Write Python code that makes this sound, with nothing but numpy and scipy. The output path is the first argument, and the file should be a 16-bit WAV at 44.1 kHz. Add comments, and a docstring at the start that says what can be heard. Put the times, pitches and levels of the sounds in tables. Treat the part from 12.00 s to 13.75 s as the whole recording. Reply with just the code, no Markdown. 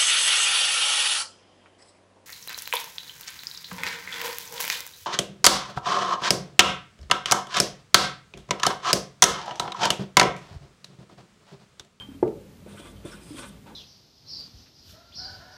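"""A felt-tip marker on a whiteboard in a small hard room, heard from a phone a few metres away.
First a squeak, wavering sines with a noise scrape, dies away over soft one-note bumps. Then the board is
knocked: a short push rings its modes and a noisy room tail, with dry noise ticks. Then the tip lands softly
and scrapes in short strokes: dense random fibre slips ring the tip, barrel and board, with brief rough rings,
faint knocks and more bumps. Throughout there is a fan-like rumble of wavering hums, and noise for the hiss."""
import sys
import numpy as np
from scipy import signal
from scipy.fft import rfft, irfft
from scipy.io import wavfile
from scipy.ndimage import uniform_filter1d

SR = 44100
rng = np.random.default_rng(int(sys.argv[2]) if len(sys.argv) > 2 else 0)


def generate_wav(sig):
    """Save sig (samples, or channels by samples) to the path in sys.argv[1] as 16-bit PCM at SR."""
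    pcm = np.round(np.clip(np.atleast_2d(sig).T, -1, 1) * 32767).astype(np.int16)
    wavfile.write(sys.argv[1], SR, pcm)


N = 77175
T = np.arange(N) / SR  # time in seconds

# How loud the writing is over time, joined by straight lines in dB.
# Each row: time in seconds, then the levels in dB of tip hiss, barrel scrape, board scrape and board drone.
STROKE_LEVELS = [(0.62, -81, -90.5, -70, -74), (0.644, -87, -84, -81, -91), (0.67, -72, -73, -61, -40),
                 (0.692, -62, -61, -57, -69), (0.72, -61, -58, -56.5, -70), (0.748, -66, -61, -61, -46),
                 (0.774, -57, -71, -53, -85), (0.802, -57, -50, -54.5, -41), (0.818, -60, -66, -58.5, -55),
                 (0.87, -59, -56.5, -51.5, -50.5), (0.918, -63, -69, -66, -60),
                 (0.934, -77, -66, -63, -55.5), (1.026, -86, -67, -68, -62), (1.04, -87.5, -71, -65, -63),
                 (1.054, -54, -59.5, -53.5, -38.5), (1.078, -53.5, -53.5, -51, -53),
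                 (1.106, -57, -57, -52.5, -58.5), (1.12, -54, -54.5, -55.5, -50),
                 (1.198, -66, -65, -59.5, -60), (1.236, -57, -62.5, -66.5, -53),
                 (1.29, -56.5, -61, -58, -65), (1.308, -57, -56.5, -59, -54),
                 (1.362, -55.5, -54.5, -57, -51.5), (1.374, -48, -51, -46.5, -56),
                 (1.394, -48, -44.5, -43.5, -42.5), (1.406, -49, -56, -52, -50.5),
                 (1.444, -57.5, -47.5, -44.5, -47), (1.468, -52.5, -61, -57, -58),
                 (1.49, -55.5, -57, -77, -67), (1.504, -66, -60, -66, -59), (1.564, -86, -69, -69, -65.5),
                 (1.614, -81, -80, -83, -74), (1.652, -83, -83, -82, -70), (1.66, -77, -82, -67, -61),
                 (1.668, -78, -58, -55, -54.5), (1.75, -78, -75, -66, -54)]
# What the slips ring: felt tip, pen barrel, board face and the low drone of the board.
# Each row of these four: pitch in Hz, width in Hz, level in dB against the other rows.
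TIP_PEAKS = [(8150, 1300, -14.5), (9387, 670, 0), (9483, 558, 1), (11400, 1600, -31), (6200, 4300, -19.5)]
BARREL_PEAKS = [(3020, 1300, -3.5), (3410, 560, 3.5), (4250, 1250, -10.5), (5250, 250, -8),
                (6300, 2600, -15)]
FACE_PEAKS = [(998, 146, 5), (1174, 35, 7.5), (1372, 230, 2), (1680, 154, -3), (2020, 196, -2.5),
              (2444, 294, -1.5)]
DRONE_PEAKS = [(278, 110, 0), (371, 73, 1.5), (420, 145, -5), (568, 156, -4)]
SHARED_SLIPS = 0.51  # share of the slip power that all four parts have in common
JUDDER_DB, JUDDER_RATE_HZ = 0.5, 80


def strokes():
    """Slips, partly shared, ring the tip, barrel, board face and drone; the pressure judders."""
    common = slips()
    judder = amp(JUDDER_DB * walk(JUDDER_RATE_HZ))
    landed = T > STROKE_LEVELS[0][0]
    out = np.zeros(N)
    for column, peaks in enumerate((TIP_PEAKS, BARREL_PEAKS, FACE_PEAKS, DRONE_PEAKS), start=1):
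        own = slips()
        drive = np.sqrt(SHARED_SLIPS) * common + np.sqrt(1 - SHARED_SLIPS) * own
        scrape = level(body(drive * judder, peaks), 0)
        out += scrape * amp(curve(STROKE_LEVELS, column)) * landed
    return out


SLIPS_PER_S, SLIP_SCATTER_DB = 9000, 1.5


def slips():
    """Dense random clicks of scattered size, as fibres of the tip stick and let go."""
    on = rng.random(N) < SLIPS_PER_S / SR
    size = rng.standard_normal(N) * amp(SLIP_SCATTER_DB * rng.exponential(size=N))
    return level(on * size, 0)


# Rough rings that flare within the strokes.
# Each row: start in seconds, length in seconds, pitch in Hz, width in Hz, level in dB.
FLARES = [(.773, .025, 3180, 250, -47), (0.771, 0.031, 1330, 300, -51.5), (0.798, 0.11, 3280, 90, -59.5),
          (.80, 0.13, 3460, 80, -67), (0.959, 0.027, 3120, 149, -59), (1.051, 0.057, 3570, 90, -58),
          (1.059, 0.2, 2420, 89.5, -70), (1.11, 0.038, 5300, 350, -54), (1.116, 0.039, 1446, 290, -48),
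          (1.21, 0.14, 5000, 300, -64.5), (1.356, 0.062, 3320, 150, -52.5), (1.404, 0.041, 5400, 300, -57),
          (1.435, 0.027, 1540, 300, -52), (1.465, 0.045, 10800, 1500, -60.5), (1.657, .08, 873, 120, -56),
          (1.663, .03, 1500, 200, -55), (1.665, 0.017, 2570, 200, -58)]
FLARE_RISE_S = 0.0058


def whistle():
    """Slips catch one resonance for a short spell, fading out three times slower than in."""
    out = np.zeros(N)
    for start, length, hz, width, db in FLARES:
        rise = T - start
        fall = (start + length - T) / 3
        gate = np.clip(np.minimum(rise, fall) / FLARE_RISE_S, 0, 1)
        out += gate * level(body(slips(), [(hz, width, 0)]), db)
    return out


# How the squeak dies away.
# Each row: time in seconds, whistle level in dB, scrape level in dB.
SQUEAK_LEVELS = [(0, -35.5, -54), (.022, -47, -48), (.03, -44.5, -57), (.06, -49.5, -60), (.068, -66, -66),
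                 (.084, -64, -60), (.09, -54, -71), (.104, -59, -65), (.112, -66, -62), (.135, -73, -62.5),
                 (.152, -62, -63.5), (.162, -77, -74), (.2, -81, -80)]
# The lines of the whistle. Each row: pitch in Hz, level in dB against the other rows.
SQUEAK_PITCHES = [(3178, 0), (3105, -9), (3010, -18)]
SQUEAK_WOBBLE, SQUEAK_FLUTTER_DB, SQUEAK_RATE_HZ = 0.005, 2.5, 130  # wobble is a fraction of the pitch
SQUEAK_TREBLE_DB = -8  # bright part of the scrape against the low part


def squeak():
    """A narrow whistle of wavering sines and a scrape of noise through the pen and board."""
    lines = np.zeros(N)
    for hz, db in SQUEAK_PITCHES:
        lines += amp(db) * tone(hz, SQUEAK_WOBBLE, SQUEAK_FLUTTER_DB, SQUEAK_RATE_HZ)
    noise = rng.standard_normal(N)
    low = level(body(noise, DRONE_PEAKS + FACE_PEAKS), 0)
    bright = level(body(noise, BARREL_PEAKS + TIP_PEAKS), SQUEAK_TREBLE_DB)
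    out = lines * amp(curve(SQUEAK_LEVELS, 1)) + (low + bright) * amp(curve(SQUEAK_LEVELS, 2))
    return out * (T < SQUEAK_LEVELS[-1][0])


# Blows on the board, one loud and the rest faint.
# Each row: start in seconds, peak level in dB, contact time in milliseconds.
BLOWS = [(0.226, -5.5, 0.35), (0.661, -34.5, 1), (1.047, -35, 1)]
# Ways the board rings. Each row: pitch in Hz, level in dB against the other rows,
# time to fall by 60 dB in seconds.
BOARD_MODES = [(124.3, -19.5, 0.13), (185, -51, 0.033), (246.9, -22, 0.2), (365, -1, 0.086),
               (420, 11.5, 0.019), (497, -27, 0.082), (629, -7, .04), (867, -1, 0.026), (1176, -22.5, .04),
               (1417, -24, 0.031), (1690, -27, 0.044), (2050, -33, 0.077), (2330, -31, 0.052)]
# Bands of the room that ring on after a blow. Each row: pitch in Hz, width in Hz,
# level in dB within the tail, time to fall by 60 dB in seconds.
ROOM_BANDS = [(138, 22, -18, 0.52), (237, 45, -11.5, 0.42), (338, 41, -6, 0.41), (420, 65, -7, 0.45),
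              (512, 33, -13.5, 0.56), (558, 14, -9, 0.37), (606, 120, -5, 0.2), (780, 160, -20, 0.44),
              (905, 50, -19.5, 0.33), (1240, 270, -23.5, 0.34), (1710, 530, -50, 0.2),
              (2300, 1600, -51, 0.33)]
# The one clear note in the tail: pitch in Hz, level in dB within the tail, time to fall by 60 dB in seconds.
CLEAR_NOTE = (437, 0.69, 0.31)
TAIL_DB, TAIL_RISE_S, TAIL_LATE_S = -15.5, 0.0076, 0.014  # dB against the peak of the board ring
BOARD_RISE_S, BOARD_LOW_HZ = 0.0022, 90


def knocks():
    """A short push rings the board; a dense room tail swells in a little later."""
    out, t = np.zeros(N), T[:SR // 2]
    board = ring(BOARD_MODES) * (1 - np.exp(-t / BOARD_RISE_S)) ** 2
    board = board / np.abs(board).max()
    low_cut = signal.butter(2, BOARD_LOW_HZ, "high", fs=SR)
    swell = 1 - np.exp(-np.clip(t - TAIL_LATE_S, 0, None) / TAIL_RISE_S)
    for start, db, contact_ms in BLOWS:
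        # a smooth bump whose spread is a quarter of the contact time
        push = np.exp(-.5 * ((T[:300] - .0006) / (contact_ms / 4000)) ** 2)
        tail = ring([CLEAR_NOTE])
        for hz, width, band_db, t60 in ROOM_BANDS:
            noise = band(band(rng.standard_normal(SR), hz, width), hz, 2 * width)
            # keep the second half, once the filter has settled
            tail += level(noise, band_db)[-len(t):] * fade(t, t60)
        response = board + amp(TAIL_DB) * tail * swell
        blow = signal.fftconvolve(response, push / push.sum())
        blow = signal.lfilter(*low_cut, blow)
        add(out, start, amp(db) * blow / np.abs(blow).max())
    return out


# Faint dry ticks. Each row: start in seconds, level in dB of the middle part as the tick begins.
TICK_STARTS = [(.227, -45.5), (0.277, -48.5)]
TICK_T60_S, TICK_HZ, TICK_WIDTH_HZ = 0.04, 2000, 700
TICK_TREBLE_DB = -18  # treble against the middle part


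def ticks():
    """Short noise cracks: a strong middle band with a little treble, quickly fading."""
    out, t = np.zeros(N), T[:SR // 8]
    for start, db in TICK_STARTS:
        noise = rng.standard_normal(len(t))
        treble = level(body(noise, BARREL_PEAKS + TIP_PEAKS), TICK_TREBLE_DB)
        middle = level(band(noise, TICK_HZ, TICK_WIDTH_HZ), 0)
        add(out, start, amp(db) * (treble + middle) * fade(t, TICK_T60_S))
    return out


# Soft bumps, nearly all low. Each row: start in seconds, level in dB before the rise and fade,
# pitch in Hz, time to fall by 60 dB in seconds.
SOFT_BUMPS = [(.087, -33, 276, 0.092), (0.116, -33.5, 252, 0.055), (0.147, -37, 274, 0.21),
              (1.047, -33, 151, 0.083), (1.306, -32, 297.7, 0.15), (1.345, -32, 281, 0.087),
              (1.664, -52, 890, 0.072)]
BUMP_RISE_S = 0.0015


def bumps():
    """Soft thuds, each a single fading sine with a rounded start."""
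    out, t = np.zeros(N), T[:SR // 2]
    for start, db, hz, t60 in SOFT_BUMPS:
        add(out, start, ring([(hz, db, t60)]) * (1 - np.exp(-t / BUMP_RISE_S)))
    return out


ROOM_T60_S, ROOM_DB, ROOM_DAMP_HZ = 0.3, -13.5, 4000


def room(x):
    """Echoes too dense to tell apart, as fading noise that is duller in the treble."""
    t = T[:SR // 2]
    tail = rng.standard_normal(len(t)) * fade(t, ROOM_T60_S) * (t > .008)
    tail = signal.lfilter(*signal.butter(1, ROOM_DAMP_HZ, fs=SR), tail)
    tail = tail / np.sqrt(np.sum(tail ** 2))
    return amp(ROOM_DB) * signal.fftconvolve(x, tail)[:N]


# Colour of the steady noise. Each row: frequency in Hz, level per Hz in dB against the other rows.
NOISE_COLOUR = [(26, -29), (45, -9), (141, -4.5), (172, -4.5), (209, -6), (287, -10.5), (309, -16),
                (434, -13), (503, -26.5), (541, -16), (707, -25.5), (880, -22), (995, -27), (2980, -30),
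                (15200, -40)]
NOISE_DB = -50
# Hums made of narrow noise. Each row: pitch in Hz, width in Hz, level in dB.
NOISE_HUMS = [(141, 60, -69.5), (200.5, 5.9, -55)]
# The two deep hums of the rumble: their pitches in Hz.
RUMBLE_PITCHES = [53.3, 92.6]
# How the rumble swells. Each row: time in seconds, level in dB of the first hum, then of the second.
RUMBLE_LEVELS = [(0.0, -63, -58.5), (0.154, -64, -52.5), (0.258, -58, -56), (0.56, -67, -64.5),
                 (0.686, -65, -54), (0.808, -59, -55.5), (0.896, -54, -56), (0.988, -49, -54),
                 (1.042, -50, -51), (1.168, -57, -69), (1.428, -60, -60), (1.534, -59, -61),
                 (1.68, -61, -61), (1.75, -64, -62)]
RUMBLE_WOBBLE, RUMBLE_FLUTTER_DB, RUMBLE_RATE_HZ = 0.06, 2, 10.7  # wobble is a fraction of the pitch


def background():
    """Broad room noise and hiss, wavering hums of narrow noise, a deep rumble that swells."""
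    hz_bins = np.maximum(np.arange(N // 2 + 1) * SR / N, 1)
    colour = np.array(NOISE_COLOUR)
    shape = amp(np.interp(np.log(hz_bins), np.log(colour[:, 0]), colour[:, 1]))
    shape *= np.minimum(hz_bins / 45, 1) ** 4  # little below 45 Hz
    out = level(irfft(rfft(rng.standard_normal(N)) * shape, N), NOISE_DB)
    for hz, width, db in NOISE_HUMS:
        out += level(band(band(rng.standard_normal(N), hz, width), hz, width), db)
    for column, hz in enumerate(RUMBLE_PITCHES, start=1):
        hum = tone(hz, RUMBLE_WOBBLE, RUMBLE_FLUTTER_DB, RUMBLE_RATE_HZ)
        out += hum * amp(curve(RUMBLE_LEVELS, column))
    return out


def tone(hz, wobble, flutter_db, rate):
    """A sine that wavers in pitch and level."""
    phase = 2 * np.pi * np.cumsum(hz * (1 + wobble * walk(rate))) / SR
    wave = np.sin(phase + rng.uniform(0, 2 * np.pi))
    return level(wave * amp(flutter_db * walk(rate)), 0)


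def walk(rate):
    """Smooth random wander of spread 1, from noise averaged twice."""
    k = int(SR / rate)
    wander = uniform_filter1d(uniform_filter1d(rng.standard_normal(N), k), k)
    return wander / wander.std()


def band(x, hz, width):
    """Two-pole resonance, gain 1 at the centre."""
    return signal.lfilter(*signal.iirpeak(hz, hz / width, fs=SR), x)


def body(x, peaks):
    """Sum of steep resonances, every second one flipped in sign."""
    out = 0
    for k, (hz, width, db) in enumerate(peaks):
        out = out + (-1) ** k * amp(db) * band(band(x, hz, width), hz, 3 * width)
    return out


def ring(modes):
    """Fading sines, the answer of a solid thing to one sharp tap."""
    t = T[:SR // 2]
    return sum(amp(db) * np.sin(2 * np.pi * hz * t) * fade(t, t60) for hz, db, t60 in modes)


def fade(t, t60):
    """Decay that falls by 60 dB in t60 seconds."""
    return np.exp(-np.log(1000) * t / t60)


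def amp(db):
    """Turn dB into a plain factor."""
    return 10 ** (np.asarray(db) / 20)


def level(x, db):
    """Scale a sound to an average (RMS) level in dB."""
    return x * amp(db) / np.sqrt(np.mean(x ** 2))


def curve(rows, column):
    """One column of a table along time."""
    rows = np.array(rows)
    return np.interp(T, rows[:, 0], rows[:, column])


def add(out, start, x):
    """Mix a sound in at a start time in seconds."""
    i = int(start * SR)
    out[i:i + len(x)] += x[:N - i]


def scene():
    """Sum all layers; only the pen goes through the shared room tail."""
    pen = strokes() + whistle()
    blows = knocks() + ticks() + bumps()
    return (pen + room(pen) + squeak() + blows + background())[None]


TOP_HZ = 15450


def record(dry):
    """The phone cuts the top with a steep low-pass."""
    return signal.sosfilt(signal.ellip(14, .3, 70, TOP_HZ, fs=SR, output="sos"), dry)


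dry = scene()
out = record(dry)
generate_wav(out)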